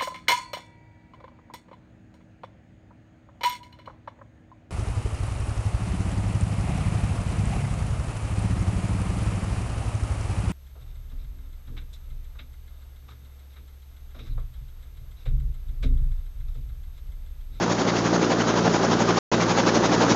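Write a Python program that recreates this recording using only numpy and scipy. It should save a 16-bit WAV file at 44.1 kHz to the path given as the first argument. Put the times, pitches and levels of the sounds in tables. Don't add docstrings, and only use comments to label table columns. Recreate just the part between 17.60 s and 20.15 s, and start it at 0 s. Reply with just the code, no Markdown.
import sys
import numpy as np
from scipy import signal
from scipy.fft import rfft, irfft, next_fast_len
from scipy.io import wavfile
from scipy.ndimage import uniform_filter1d, map_coordinates

SR = 44100
rng = np.random.default_rng(int(sys.argv[2]) if len(sys.argv) > 2 else 0)


def generate_wav(sig):
    pcm = np.round(np.clip(np.atleast_2d(sig).T, -1, 1) * 32767).astype(np.int16)
    wavfile.write(sys.argv[1], SR, pcm)


def magnitude_from_level(level_db):
    exponent = np.asarray(level_db, float) / 20
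    return 10 ** exponent


N = 112455

# time_s, level_db
APPROACH = [
    (0, -0.5),
    (.5, 0),
    (1, 1),
    (1.5, 1),
    (2, 1.5),
    (2.55, 2.5),
]
# time_s, level_db
BLADE_LOADING = [
    (0, -1),
    (.5, -0.5),
    (1, -1.5),
    (1.5, 0.5),
    (2, 0.5),
    (2.55, 1.5),
]
# time_s, level_db
LOW_BEAT = [
    (0, -1.5),
    (.7, -4.5),
    (1.1, 1.5),
    (1.5, 0.5),
    (2, 0.5),
    (2.55, 5.5),
]
# time_s, firings_per_s
FIRING_RATE = [(0, 58.1), (.9, 58.1), (1.3, 58.2), (2.55, 58.2)]
# frequency_hz, level_db
PIPE_TONE = [(40, -66), (58, -11.5), (116, -0.5), (174, 3), (232, 0), (290, -7.5), (460, -20),
             (2500, -84.5)]
# frequency_hz, level_db
BARK_TONE = [(70, -70), (135, -8), (185, -14), (215, -5), (255, -12), (290, 0), (380, -1), (900, -45)]
CYLINDER_BARK = [-2.1, -0.94, 1.4, -.3]
# frequency_hz, level_db
CRACKLE_TONE = [(150, -63.5), (400, -5), (800, -6.5), (1500, -5), (4000, -44), (9000, -91)]
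# frequency_hz, level_db
ROAR_TONE = [(28, -69), (70, -18.5), (190, -1), (330, -0.5), (700, -8), (1500, -14), (2300, -23.5),
             (7000, -24.5)]
# frequency_hz, level_db
SWISH_TONE = [(50, -70), (250, -1.5), (450, 2), (900, -0.5), (1600, -8.5), (2200, -12), (4000, -15.5),
              (7000, -15.5)]
# frequency_hz, level_db
RECORDER_BAND = [(6800, 0.5), (7200, -9.5), (7600, -23.5), (8000, -31.5), (8700, -36), (9100, -45),
                 (9300, -90)]

DROP_FROM_S, DROP_TO_S = 1.5884, 1.7159
PASS_HZ, FIRST_PASS_S = 11.6, 0.032


def unit(x):
    return x / np.sqrt(np.mean(x ** 2) + 1e-20)


def curve(rows):
    return np.interp(np.arange(N) / SR, *np.transpose(rows))


def wobble(rate_hz):
    knots = rng.standard_normal(400)
    return map_coordinates(knots, [np.arange(N) * rate_hz / SR])


def coloured(x, points):
    size = next_fast_len(N + 8192)
    hz, db = np.transpose(points)
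    log_hz = np.log(np.fft.rfftfreq(size, 1 / SR) + 1)
    gain = magnitude_from_level(np.interp(log_hz, np.log(hz + 1), db))
    return irfft(rfft(x, size) * gain, size)[:N]


def rush(points, patchy_db):
    grains = signal.stft(rng.standard_normal(N), nperseg=512)[2]
    patches = uniform_filter1d(rng.standard_normal(grains.shape), size=5, axis=0)
    patches = unit(uniform_filter1d(patches, size=5, axis=1))
    air = signal.istft(grains * magnitude_from_level(patchy_db * patches), nperseg=512)[1][:N]
    return unit(coloured(air, points))


def clock():
    t = np.arange(N) / SR
    slip_s = 0.0644
    return t - slip_s * (t > DROP_TO_S - 0.05)


def firings():
    first_firing_s = 0.0119
    rate = curve(FIRING_RATE)
    return np.cumsum(rate * np.gradient(clock())) - first_firing_s * rate[0]


def passes(lead_s):
    edge, width, skew, wander_rad = 2, 0.18, -0.1, 0.12
    turn = PASS_HZ * (clock() - FIRST_PASS_S + lead_s)
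    angle = 2 * np.pi * turn + wander_rad * wobble(15)
    facing = np.cos(angle + skew * np.cos(angle))
    return (1 + np.tanh(edge * (facing - width))) / 2, turn


def roar():
    fan_hz, fan_width_hz = 6163, 200
    puff = 1 + 0.072 * np.cos(2 * np.pi * firings())
    fan_tone = [
        (20, -120),
        (fan_hz - 2 * fan_width_hz, -60),
        (fan_hz, 0),
        (fan_hz + 2 * fan_width_hz, -60),
        (20000, -120),
    ]
    whine = magnitude_from_level(-57) * rush(fan_tone, patchy_db=1.5)
    level = magnitude_from_level(-24.5 + 0.29 * wobble(6.95))
    return level * puff * rush(ROAR_TONE, patchy_db=0.7) + whine


def crackle():
    scatter_db, narrowness, lag = 3, 2.5, 0.06
    turn = firings()
    size = magnitude_from_level(scatter_db * rng.standard_normal(200))[np.round(turn).astype(int)]
    burst = np.exp(narrowness * np.cos(2 * np.pi * (turn - lag)))
    return magnitude_from_level(-36.5) * unit(size * burst * rush(CRACKLE_TONE, patchy_db=0.7))


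def engine():
    scatter_db, jitter_s, blade_shade = 1.06, 0.00019, 0.092
    count = np.floor(firings()).astype(int)
    at = np.flatnonzero(np.diff(count) == 1) + 1
    luck = rng.standard_normal((len(at), 3))

    thud_size = magnitude_from_level(scatter_db * luck[:, 1] + 0.4 * wobble(9)[at])
    thud = np.bincount(at, thud_size, N)

    late = np.clip(at + np.round(jitter_s * SR * luck[:, 0]).astype(int), 0, N - 1)
    bark_size = np.take(CYLINDER_BARK, count[at] % 4) * magnitude_from_level(2 * scatter_db * luck[:, 2])
    bark = np.bincount(late, bark_size, N)

    shade = 1 + blade_shade * np.cos(2 * np.pi * passes(0)[1])
    thud = magnitude_from_level(-28.5) * unit(coloured(thud, PIPE_TONE))
    bark = magnitude_from_level(-33) * unit(coloured(bark, BARK_TONE))
    return shade * (thud + bark)


def rotor():
    scatter_db, low_lead_s = 0.5, 0.006
    air = rush(SWISH_TONE, patchy_db=2.5)
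    low = coloured(air, [(1200, -10.5), (2200, -37)])
    swell, turn = passes(0)
    early_swell = passes(low_lead_s)[0]

    size = magnitude_from_level(scatter_db * rng.standard_normal(60))[np.round(turn).astype(int)]
    size = uniform_filter1d(size, size=400)
    size = size * magnitude_from_level(curve(BLADE_LOADING) + 0.4 * wobble(40))

    low_beat = low * magnitude_from_level(curve(LOW_BEAT)) * early_swell
    swish = (air - low) * swell
    return magnitude_from_level(-26) * size * (low_beat + swish) / np.sqrt(np.mean(swell ** 2))


def scene():
    helicopter = roar() + crackle() + engine() + rotor()
    return (magnitude_from_level(curve(APPROACH)) * helicopter)[None]


def top_cut(x):
    return signal.sosfilt(signal.butter(12, 9250, fs=SR, output="sos"), x)


def record(dry):
    ceiling, fade_s = 0.55, 0.0003
    t = np.arange(N) / SR
    held = dry[0] / (1 + np.abs(dry[0] / ceiling) ** 4) ** (1 / 4)
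    on = np.clip(np.maximum(DROP_FROM_S - t, t - DROP_TO_S) / fade_s, 0, 1)
    open_gate = (t < DROP_FROM_S + 0.001) | (t > DROP_TO_S - 0.001)
    mix = coloured(held * on, RECORDER_BAND) * open_gate
    return top_cut(mix[None])


dry = scene()
out = record(dry)
generate_wav(out)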